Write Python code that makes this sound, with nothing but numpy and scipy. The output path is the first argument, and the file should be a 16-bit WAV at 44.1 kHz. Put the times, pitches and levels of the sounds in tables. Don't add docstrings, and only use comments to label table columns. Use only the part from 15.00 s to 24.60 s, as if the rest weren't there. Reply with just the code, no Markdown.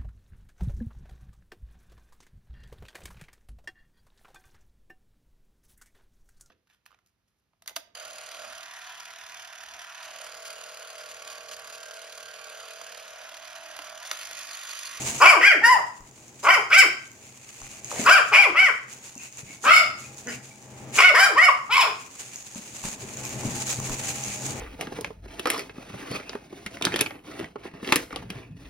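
import sys
import numpy as np
from scipy import signal
from scipy.fft import rfft, irfft, next_fast_len
from scipy.io import wavfile
from scipy.ndimage import uniform_filter1d, map_coordinates

SR = 44100
rng = np.random.default_rng(int(sys.argv[2]) if len(sys.argv) > 2 else 0)


def pcm_store(signal):
    levels = np.round(np.clip(np.atleast_2d(signal), -1, 1) * 32767)
    wavfile.write(sys.argv[1], SR, levels.astype(np.int16).T)


def makeup_ratio(level_db):
    decades = np.asarray(level_db, float) / 20
    return 10 ** decades


N = 423360
TOP_HZ = 15830

# frequency in Hz, level in dB.
HUM = [(129.2, -44.5), (209.9, -52.5), (646.0, -57), (802.1, -55.5), (866.7, -57)]
# frequency in Hz, level in dB per Hz.
AIR = [(15, -48.5), (25, -22), (119, 1.5), (173, -5.5), (246, -1), (1450, -17.5), (2360, -16.5),
       (4500, -30), (6550, -19), (11800, -47.5), (15500, -31.5)]
# frequency in Hz, likeness from 0 to 1.
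ALIKE = [(60, 1), (600, 0.81), (1400, 0.077), (3000, 0.055), (7000, 0.23), (15000, .1)]
# peak in seconds, rise in seconds, fall in seconds, level in dB,
# weight of the low scrape in dB.
SLIDES = [
    (.13, 0.2, .12, -33.5, -7),
    (1.435, 0.0092, 0.039, -39.5, -4),
    (2.72, 0.31, 0.42, -51.5, -2),
    (2.959, 0.054, 0.17, -33, -6.5),
    (4.662, 0.032, 0.018, -33.5, -28),
    (5.977, 0.037, 0.045, -29, -4),
    (7.5, 0.31, 0.32, -46.5, -9),
    (7.839, 0.075, 0.09, -40, -10),
    (8.1, 0.1, 0.061, -45.5, -5.5),
    (8.9, 0.65, 0.73, -38, -7),
]
# peak in seconds,
# level in dB, weight of the low scrape in dB.
PANTS = [(2.03, -57, -18.5), (2.25, -63, 0), (2.38, -84, -5.5), (2.512, -85, -9.5), (3.93, -48, -4.5),
         (4.057, -43.5, -7.5), (4.24, -45, -0.5), (4.38, -46.5, -6), (4.497, -46.5, -2),
         (5.01, -48.5, -8.5), (5.06, -54, -6), (5.19, -48, -14), (5.316, -44, 2.5), (5.46, -48.5, -6.5),
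         (5.63, -65.5, -16.5), (7.021, -50, -4), (7.22, -42, -6.5), (7.338, -55, 1), (8.265, -40.5, -3),
         (8.431, -44.5, -5.5), (8.57, -35, -16), (8.71, -32.5, -15.5), (8.9, -59, -5),
         (9.121, -37.5, -6), (9.238, -43.5, -5.5), (9.451, -36, -22.5), (9.59, -53.5, -5),
         (1.411, -54, -14), (8.47, -43, -8), (9.03, -49, -7), (9.34, -49, -3), (3.3, -48.5, -5)]
# frequency in Hz, level in dB per Hz.
FUR = [(3000, -5.5), (4300, -4.5), (5600, -3.5), (6700, 7), (7700, 0), (10000, -8.5), (12500, -18.5),
       (15500, -20.5)]
# frequency in Hz, level in dB per Hz.
SCRAPE = [(400, -20.5), (900, -10), (1600, -7), (2400, 5.5), (2900, 1.5), (3500, -22.5), (5000, -37)]
# start in seconds, held part in seconds, effort in dB,
# swell while held in dB, fading part in seconds.
CALLS = [(.2, .14, -10, -4, .049), (.408, 0.11, -10, -5.5, 0.065), (.615, 0.1293, -13, -2.5, 0.048),
         (1.43, .12, -14.5, -1, .04), (1.7, .12, -11.5, 1, 0.039), (3.046, .14, -12, -2.5, 0.02),
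         (3.315, .13, -12, -3, 0.056), (3.545, .13, -13, -5, .025), (4.638, .145, -9, -3.5, 0.037),
         (5.975, .115, -12.5, 0, 0.022), (6.137, .12, -13, -3, 0.088), (6.352, .14, -12.5, -2.5, 0.0042),
         (6.692, .135, -17.5, -0.5, .075), (2.901, .11, -38.5, 1.5, .05), (5.255, .059, -30.5, -10, .04)]
# noise share at the burst (0-1), noise share after it (0-1),
# burst length in seconds, half-pitch share (0-1), half-pitch length in seconds.
VOICING = [(.5, .1, .05, .4, .12), (.4, .04, .025, .12, .07), (.2, .05, .02, .19, .062),
           (.3, .09, .045, .5, .075), (.6, .03, .035, .12, .08), (.6, .05, .05, .12, .07),
           (.85, .08, .055, .12, .1), (.35, .07, .03, .18, .06), (.35, .08, .03, .2, .06),
           (.8, .03, .052, .15, .1), (.1, .06, .06, .15, .07), (.15, .04, .02, .05, .05),
           (.2, .36, .062, .7, .06), (.9, .85, .05, 0, .01), (.1, .2, .03, 0, .01)]
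# top in seconds after the start, top in Hz, rise width in seconds,
# fall width in seconds.
ARCHES = [(.088, 780, .088, .071), (.072, 808, .079, .066), (.098, 1015, .17, .08), (.093, 775, .078, .06),
          (.085, 785, .08, .06), (.088, 785, .075, .077), (.082, 800, .072, 0.078), (.08, 765, .11, .083),
          (.1, 752, .105, .15), (.081, 750, .072, .085), (.09, 792, .088, .086), (.082, 738, .09, .072),
          (.078, 1110, .105, .075), (.02, 360, .9, 0.76), (0.027, 238, 0.19, 0.13)]
# throat resonance at opening, midway and closing in dB,
# front of the mouth in dB, brightness in dB.
MUZZLE = [(9.5, -4, 12, 2.5, 5.5), (-18, -8, -1.5, -6.5, 0.5), (-16.5, 1.5, 0.5, -9, 3),
          (12, -3, -2.5, 2.5, 3), (-7, -1, -14.5, -10, 1), (11.5, 2.5, 14, -0.5, 5.5),
          (-8.5, -5, -6, -3.5, -1), (-10, 0, -7, -6.5, -3), (9.5, -8.5, -5, 3, 1.5),
          (-0.5, -4.5, -7.5, -6.5, 0.5), (4.5, 2, 5, 9, 8.5), (3.5, -12.5, 17.5, -13, 0),
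          (-3.5, 1.5, -2.5, 12.5, 6.5), (34, -3, 3.5, -4, 0.5), (-0.5, -.5, -17.5, 11.5, 8)]
# upper throat in Hz, mouth in Hz, lower throat in dB,
# squareness of the falling arch, side cavity depth in dB.
TRACT = [(1146, 2300, -6, 2, 11.5), (1720, 2000, -5, 2.7, 11.5), (1040, 1600, 4.5, 2.2, 9.5),
         (1150, 2000, -6.5, 1.8, 9.5), (1413, 2190, -6.5, 2.2, 5), (1300, 2350, -8, 2, 5),
         (1132, 2300, -3, 2.4, 7.5), (1290, 2150, -5.5, 2.4, 9), (1260, 2230, -7, 1.8, 1.5),
         (1250, 2200, -3, 2.2, 3), (1246.4, 1700, -12, 2.4, 2.5), (1140, 1900, -27, 3, 7.5),
         (1120, 2364, -12, 1.9, -3.5), (1166, 2050, -2, 2, 18.5), (1170, 1740, -4, 1.6, 9)]
# attack in seconds, attack in dB, drop at the cut in dB,
# rounding of the fading pulses.
EDGES = [(.022, 15.5, 4, 1.2), (.024, 15, 5, 1.4), (0.026, 23, 8.5, .4), (0.045, 15.5, 5, 1.2),
         (0.032, 15.5, 12, 1.1), (0.031, 17, 5.5, 1.1), (0.025, 12.5, 8, 1.2), (0.035, 12.5, 3, 1.1),
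         (.035, 11, 7.5, 1.1), (0.0066, 13.5, 9.5, 2), (0.013, 10, 5.5, 1.8), (.03, 16, 6, 0.74),
         (0.035, 14.5, 4, 1.3), (0.025, 12, 5.5, 1.1), (.019, 13, 11, 1.1)]
# centre in Hz, width in Hz, level in dB.
THROAT = [(446, 280, -20), (800, 725, -2.5), (1153, 612, 7)]
# centre in Hz, width in Hz, level in dB.
MOUTH = [(2045, 576, 9.5), (2932, 140, -7.5)]
# centre in Hz, width in Hz, level in dB.
TEETH = [(5040, 510, -11), (7300, 570, -18), (10150, 980, -23.5), (12760, 3900, -35.5)]
# middle in seconds, half length in seconds, beats per second,
# depth from 0 to 1.
FLUTTER = [
    (0.26, 0.015, 62, .6),
    (4.752, 0.079, 72, 0.3),
    (6.77, 0.02, 92, 0.7),
    (6.007, 0.024, 55, 0.8),
    (1.49, 0.041, 54, 0.4),
]
# middle in seconds, half length in seconds, change in dB.
ACCENTS = [(0.268, .014, 2), (.412, .003, 7.5), (.524, .009, 3.5), (.71, .022, 1.5), (1.487, .015, 2.5),
           (1.76, .004, -6), (3.095, .007, 4), (3.115, .003, 3.5), (3.393, .012, 3), (3.597, .01, 3),
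           (4.688, .012, 3.5), (6.047, .009, 3), (6.243, .01, 2.5), (6.43, .015, 3), (6.476, .005, -6.5),
           (6.488, 0.0059, 5.5), (6.745, .008, -3), (6.77, .016, 2.5)]
# start in seconds, peak in dB.
PUFFS = [(1.436, -32.5), (1.7025, -34), (3.0605, -21.5), (3.339, -30.5), (4.65, -30.5), (5.998, -26.5),
         (6.383, -30), (6.7246, -30)]
# time in seconds, level in dB.
TURN = [
    (4.1, 0),
    (4.6, -7),
    (5, -7),
    (5.2, 0),
]
# time in seconds, left-right difference in dB.
SIDEWAYS = [(.9, -0.5), (1.3, -1), (3.2, 0), (3.56, 1), (3.9, -0.5), (4.4, -0.5)]
# left delay in seconds, right delay in seconds, level in dB.
FLOOR_ECHO = [(.0021, 0.0027, -10), (.0063, 0.005, -15), (.0098, .0121, -11.5)]
# frequency in Hz, time to fall 60 dB in seconds.
KITCHEN = [(200, 0.3), (1000, 0.4503), (3000, 0.41), (5000, 0.43), (10000, 0.31)]
# start in seconds, peak in dB, frequency in Hz.
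JOLTS = [
    (1.005, -44, 54.7),
    (2.619, -42, 48),
    (7.839, -39, 45),
    (8.449, -46, 45),
    (8.899, -31, 45.3),
]
# start in seconds, peak in dB, frequency in Hz.
THUMPS = [(2.994, -26, 236), (4.161, -44, 244), (4.431, -40.5, 141), (4.66, -36.5, 258), (4.5, -46.5, 290),
          (3, -41, 333), (8.03, -39.5, 372), (7.558, -35, 216), (7.849, -33, 199.4), (8.028, -40, 132),
          (8.451, -25.5, 218), (8.458, -28, 149.5), (8.786, -29.5, 140), (8.899, -33, 233),
          (9.274, -38.5, 98)]
# start in seconds, peak in dB, knock of the toe in dB.
CLAWS = [(1.007, -38.5, 7), (1.1123, -39.5, -6), (1.281, -34.5, -11), (2.0762, -36.5, -22),
         (2.116, -32, -15), (2.617, -33, 12), (2.8456, -28.5, -4), (2.915, -31, 18), (3.9293, -29.5, -33),
         (4.1535, -30.5, -6.5), (4.1788, -29, -21), (4.2348, -28, -29), (4.3724, -32, -5.5),
         (5.006, -35, -20), (5.1726, -30, -25), (5.6257, -38.5, 0), (7.359, -23, -59), (7.548, -31, -1.5),
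         (7.8391, -34.5, 13.5), (8.1713, -28, -7.5), (8.243, -25.5, -8), (8.252, -17.5, -16),
         (8.2932, -25.5, -18.5), (8.4341, -28, 2.5), (8.6584, -30, -16), (8.8005, -20, -4),
         (8.896, -21, 1.5), (8.968, -29, -1), (9.1147, -23, -31), (9.238, -23.5, -7), (9.5328, -38.5, -8.5),
         (1.3978, -40, -14.5), (4.325, -34.5, -14.5), (5.2714, -30.5, -8.5), (5.288, -28, -15.5),
         (5.9065, -35, -15), (7.0523, -36, -13)]
# start in seconds, length in seconds,
# frequency in Hz, level in dB.
SQUEAKS = [
    (4.167, 0.0675, 2604, -43.5),
    (4.374, 0.025, 2620, -43),
    (4.464, 0.076, 2200, -48),
    (5.036, 0.032, 2520, -41),
    (5.315, 0.04, 2260, -44),
    (5.507, 0.017, 2310, -48.5),
]
# frequency in Hz, left-right difference in dB.
LEAN = [(60, 4), (110, 2.5), (200, 3), (380, 0.5), (700, 4), (1290, 2), (2380, 1.5), (4400, 0.5),
        (8120, -1), (15000, -15.5)]


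def unit(x):
    return x / np.sqrt(np.mean(x ** 2) + 1e-20)


def along(points, hz):
    f, v = np.transpose(points)
    return np.interp(np.log(hz + 1), np.log(f + 1), v)


def curve(rows, t):
    s, value = np.transpose(rows)
    return np.interp(t, s, value)


def wobble(rate, n=N):
    knots = rng.standard_normal(int(n * rate / SR) + 4)
    return map_coordinates(knots, [np.arange(n) * rate / SR])


def filtered(x, response):
    n = x.shape[-1]
    m = next_fast_len(n + 4096)
    return irfft(rfft(x, m) * response(np.fft.rfftfreq(m, 1 / SR)), m)[..., :n]


def resonant(x, modes):
    def response(f):
        return sum(makeup_ratio(db) * (1j * f * w / (c * c - f * f + 1j * f * w)) ** 2 for c, w, db in modes)
    return filtered(x, response)


def add_at(out, seconds, sound):
    out[round(seconds * SR):][:len(sound)] += sound


def rush(spectrum):
    def mid_side(hz):
        turn = np.arccos(np.clip(along(ALIKE, hz), -1, 1)) / 2
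        return makeup_ratio(along(spectrum, hz)) * [np.cos(turn), np.sin(turn)]
    mid, side = filtered(rng.standard_normal((2, N)), mid_side)
    return unit(np.array([mid + side, mid - side]))


def duck():
    depth_db, smooth_s, hold_s, release_db_per_s = 20, 0.084, 0.76, 29
    t = np.arange(N) / SR
    pulls = []
    for s, held, _, _, fading in CALLS[:-2]:
        released = release_db_per_s * np.maximum(0, t - s - held - fading - hold_s)
        pulls.append((t > s) * np.minimum(0, released - depth_db - curve(TURN, s)))
    return uniform_filter1d(np.min(pulls, axis=0), size=round(smooth_s * SR))


def background():
    hum_db, air_db = -40.5, -41.5
    air_share, hiss_share, hiss_above_hz = 0.76, 0.34, 3800
    t, gain_db = np.arange(N) / SR, duck()
    drift = np.cumsum(0.02 * wobble(9)) / SR
    hum = 0
    for hz, db in HUM:
        hum = hum + makeup_ratio(db - HUM[0][1] + 3.4 * wobble(22)) * np.sin(2 * np.pi * hz * (t + drift))
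    air, unsteady = rush(AIR), makeup_ratio(2.4 * wobble(6))
    low = filtered(air, lambda hz: 1 / (1 + (hz / hiss_above_hz) ** 2))
    air = makeup_ratio(air_share * gain_db) * low + makeup_ratio(-7.5 + hiss_share * gain_db) * (air - low)
    return makeup_ratio(hum_db + gain_db) * hum + makeup_ratio(air_db) * unsteady * air


def slides():
    pant_rise_s, pant_fall_s = 0.035, 0.052
    t = np.arange(N) / SR
    rustle = makeup_ratio(-54.5 + 0.046 * duck())
    fur, scrape = rustle, rustle * makeup_ratio(-8)
    pants = [(s, pant_rise_s, pant_fall_s, *rest) for s, *rest in PANTS]
    for s, rise, fall, db, low_db in list(SLIDES) + pants:
        swell = makeup_ratio(db) * np.exp(-((t - s) / np.where(t < s, rise, fall)) ** 2)
        fur = fur + swell
        scrape = scrape + swell * makeup_ratio(low_db)
    grain = makeup_ratio(2.5 * wobble(45) + 1.8 * wobble(400))
    fur_noise = unit(grain * rush(FUR))
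    scrape_noise = unit(grain * rush(SCRAPE))
    return makeup_ratio(1.0) * fur * fur_noise + makeup_ratio(-1.5) * scrape * scrape_noise


def controls(t, call, arch, muzzle, edge, square):
    slack_share, arch_power = .3, 2.05
    cut_s, fade_db_per_s, db_per_octave = 0.014, 141.5, 1.5
    closed_db, midway = 14, 0.66
    (_, held, db, swell_db, _), (top, top_hz, rise, fall) = call, arch
    away = np.abs((t - top) / np.where(t < top, rise, fall))
    tension = np.exp(-away ** np.where(t < top, arch_power, square))
    hz = top_hz * (slack_share + (1 - slack_share) * tension)
    knots = [0, edge[0], held, held + cut_s]
    effort_db = db + np.interp(t, knots, [-edge[1], 0, swell_db, swell_db - edge[2]])
    effort_db = effort_db - fade_db_per_s * np.maximum(0, t - knots[-1])
    effort_db = effort_db + db_per_octave * np.log2(hz / top_hz)
    mouth_times = [0, edge[0], midway * held, held, knots[-1]]
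    throat_db = np.interp(t, mouth_times, [closed_db, *muzzle[:3], closed_db])
    return hz, effort_db, throat_db


def glottis(t, hz, effort_db, held, rounding, burst, steady, length, half, half_length):
    fraying, fray_s = .2, .04
    scoop_s, scoop = 0.012, 2.1
    n = len(t)
    noisy = steady + (burst - steady) * np.exp(-(t / length) ** 4)
    noisy = np.clip(noisy + fraying * np.clip((t - held) / fray_s, 0, 1), 0, .95)
    jitter = (.005 + .06 * noisy) * wobble(250, n) + .014 * wobble(45, n)
    turn = 2 * np.pi * np.cumsum(hz * (1 + jitter)) / SR
    falling = t > t[np.argmax(effort_db)]
    slack = rounding * falling * np.clip((effort_db.max() - 4.0 - effort_db) / 8, 0, 2.2)
    slack = slack + np.clip((450 - hz) / 300, 0, .5)
    slack = slack + scoop * np.exp(-(t / scoop_s) ** 2)
    k = np.arange(1, 41)[:, None]
    broken = makeup_ratio(2.6 * np.array([wobble(50, n) for _ in k]))
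    harmonics = broken * np.cos(k * turn) * (k * hz < TOP_HZ) * k ** -slack
    pulses = np.sum(harmonics, axis=0) * np.sqrt(hz / 10000)
    uneven = half * np.exp(-(t / half_length) ** 4)
    pulses = pulses * (1 + 2 * uneven * makeup_ratio(3 * wobble(60, n)) * np.cos(turn / 2))
    breath = unit(rng.standard_normal(n) * (1 + 0.42 * np.cos(turn))) * makeup_ratio(-7 * slack)
    return np.sqrt(1 - noisy) * pulses + np.sqrt(noisy) * breath, breath


def yap(call, arch, muzzle, tract, edge, voicing):
    end = call[1] + call[4]
    t = np.arange(0, end + 0.0088, 1 / SR)
    hz, effort_db, throat_db = controls(t, call, arch, muzzle, edge, tract[3])
    folds, breath = glottis(t, hz, effort_db, call[1], edge[3], *voicing)
    shut = min(1, (hz.max() / 590) ** 1.25)
    throat = [(c * shut, w * np.sqrt(shut), db + tract[2]) for c, w, db in THROAT[:2]]
    _, upper_width, upper_db = THROAT[2]
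    throat.append((tract[0] * shut, upper_width * np.sqrt(shut), upper_db))
    voice = makeup_ratio(throat_db) * resonant(folds, throat)
    voice = voice + resonant(folds, [(tract[1], *MOUTH[0][1:])])
    voice = voice + makeup_ratio(muzzle[3]) * resonant(folds, MOUTH[1:])
    power = np.abs(uniform_filter1d(voice ** 2, size=1100)) + 0.0022 * np.mean(voice ** 2)
    hiss = (folds + .3 * breath) * makeup_ratio(4 * wobble(60, len(t)))
    voice = (voice + makeup_ratio(muzzle[4]) * resonant(hiss, TEETH)) / np.sqrt(power)
    edges = np.clip(t / 0.0032, 0, 1) * np.clip((end + 0.021 - t) / 0.0041, 0, 1)
    return voice * makeup_ratio(effort_db - 1 + 1.1 * wobble(70, len(t))) * edges


def flutter(t):
    gain = np.ones(len(t))
    for s, length, rate, depth in FLUTTER:
        beat = np.exp(-((t - s) / length) ** 4) * np.cos(2 * np.pi * rate * (t - s))
        gain = gain * (1 + np.clip(depth, 0, 1) * beat)
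    accent_db = sum(db * np.exp(-((t - s) / length) ** 2) for s, length, db in ACCENTS)
    return gain * makeup_ratio(accent_db)


def puffs():
    out, t = np.zeros(N), np.arange(1300) / SR
    for s, db in PUFFS:
        add_at(out, s, makeup_ratio(db + 25.5 - 60 * t / .04) * rng.standard_normal(len(t)))
    return resonant(out, TEETH)


def puppy():
    out = np.zeros(N)
    for *parts, tract, edge, voicing in zip(CALLS, ARCHES, MUZZLE, TRACT, EDGES, VOICING):
        def hollow(hz):
            return makeup_ratio(-1.25 * tract[4] * np.exp(-((hz - 3850) / 570) ** 6))
        add_at(out, parts[0][0], filtered(yap(*parts, tract, edge, voicing), hollow))
    return out * flutter(np.arange(N) / SR) + puffs()


def kitchen(x):
    hz, t, z = signal.stft(rng.standard_normal((2, SR // 2 + SR // 4)), SR, nperseg=256)
    tail = signal.istft(z * makeup_ratio(-60 * t / along(KITCHEN, hz)[:, None]), SR, nperseg=256)[1]
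    tail = tail + filtered(tail[::-1], lambda f: np.clip(along(ALIKE, f), 0, 1) ** 3)
    late = np.pad(x, (300, 0))[None]
    return signal.fftconvolve(late, tail / np.linalg.norm(tail[0]), axes=1)[:, :N]


def thumps():
    out, t = np.zeros(N), np.arange(4000) / SR
    for s, db, hz in list(THUMPS) + list(JOLTS):
        ring = np.sin(2 * np.pi * hz * t)
        ring = ring + 0.45 * np.sin(2 * np.pi * 2.7 * hz * t) * makeup_ratio(-60 * t / 0.038)
        add_at(out, s, makeup_ratio(db + 11.0 - 60 * t / 0.036) * (1 - np.exp(-t / 0.0017)) * ring)
    return out


def claws():
    tick, knock, t = np.zeros(N), np.zeros(N), np.arange(600) / SR
    for s, db, knock_db in CLAWS:
        crack = np.sign(rng.standard_normal((2, len(t))))
        add_at(tick, s, makeup_ratio(db + 5 - 60 * t / 0.005) * crack[0])
        add_at(knock, s, makeup_ratio(db + knock_db + 8.5 - 60 * t / 0.0081) * crack[1])
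    bright = resonant(tick, [(6600, 1100, 12.0), (11700, 5000, -13.0)])
    return bright + resonant(knock, [(950, 460, 0.7)])


def squeaks():
    out = np.zeros(N)
    for s, length, hz, db in SQUEAKS:
        n = round(length * SR)
        turn = 2 * np.pi * np.cumsum(hz * (1 + 0.032 * wobble(378, n))) / SR
        add_at(out, s, makeup_ratio(db - 0.5 + 2.8 * wobble(92, n)) * np.sqrt(np.hanning(n)) * np.sin(turn))
    return out


def apart(x):
    return np.array([np.roll(x, 2), x])


def scene():
    t = np.arange(N) / SR
    voice, paws = puppy(), claws() + thumps() + squeaks()
    near = apart(voice)
    for *lags, db in FLOOR_ECHO:
        near = near + makeup_ratio(db) * np.array([np.roll(voice, round(s * SR)) for s in lags])
    facing = makeup_ratio(curve(TURN, t))
    aim = makeup_ratio(np.array([[.5], [-.5]]) * curve(SIDEWAYS, t))
    barking = aim * (facing * near + makeup_ratio(-3.0) * kitchen(voice))
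    scuffling = apart(paws) + makeup_ratio(-2.5) * kitchen(paws) + slides()
    return barking + scuffling + background()


def roll_off(x):
    return signal.sosfilt(signal.butter(12, 15830, fs=SR, output="sos"), x)


def record(dry):
    def ports(hz):
        balance = makeup_ratio(np.array([[.5], [-.5]]) * along(LEAN, hz))
        return balance * (hz < TOP_HZ) * hz / np.hypot(hz, 40)
    x = filtered(dry, ports)
    x = x / (1 + np.abs(x / 1.05) ** 6) ** (1 / 6)
    return roll_off(x)


dry = scene()
out = record(dry)
pcm_store(out)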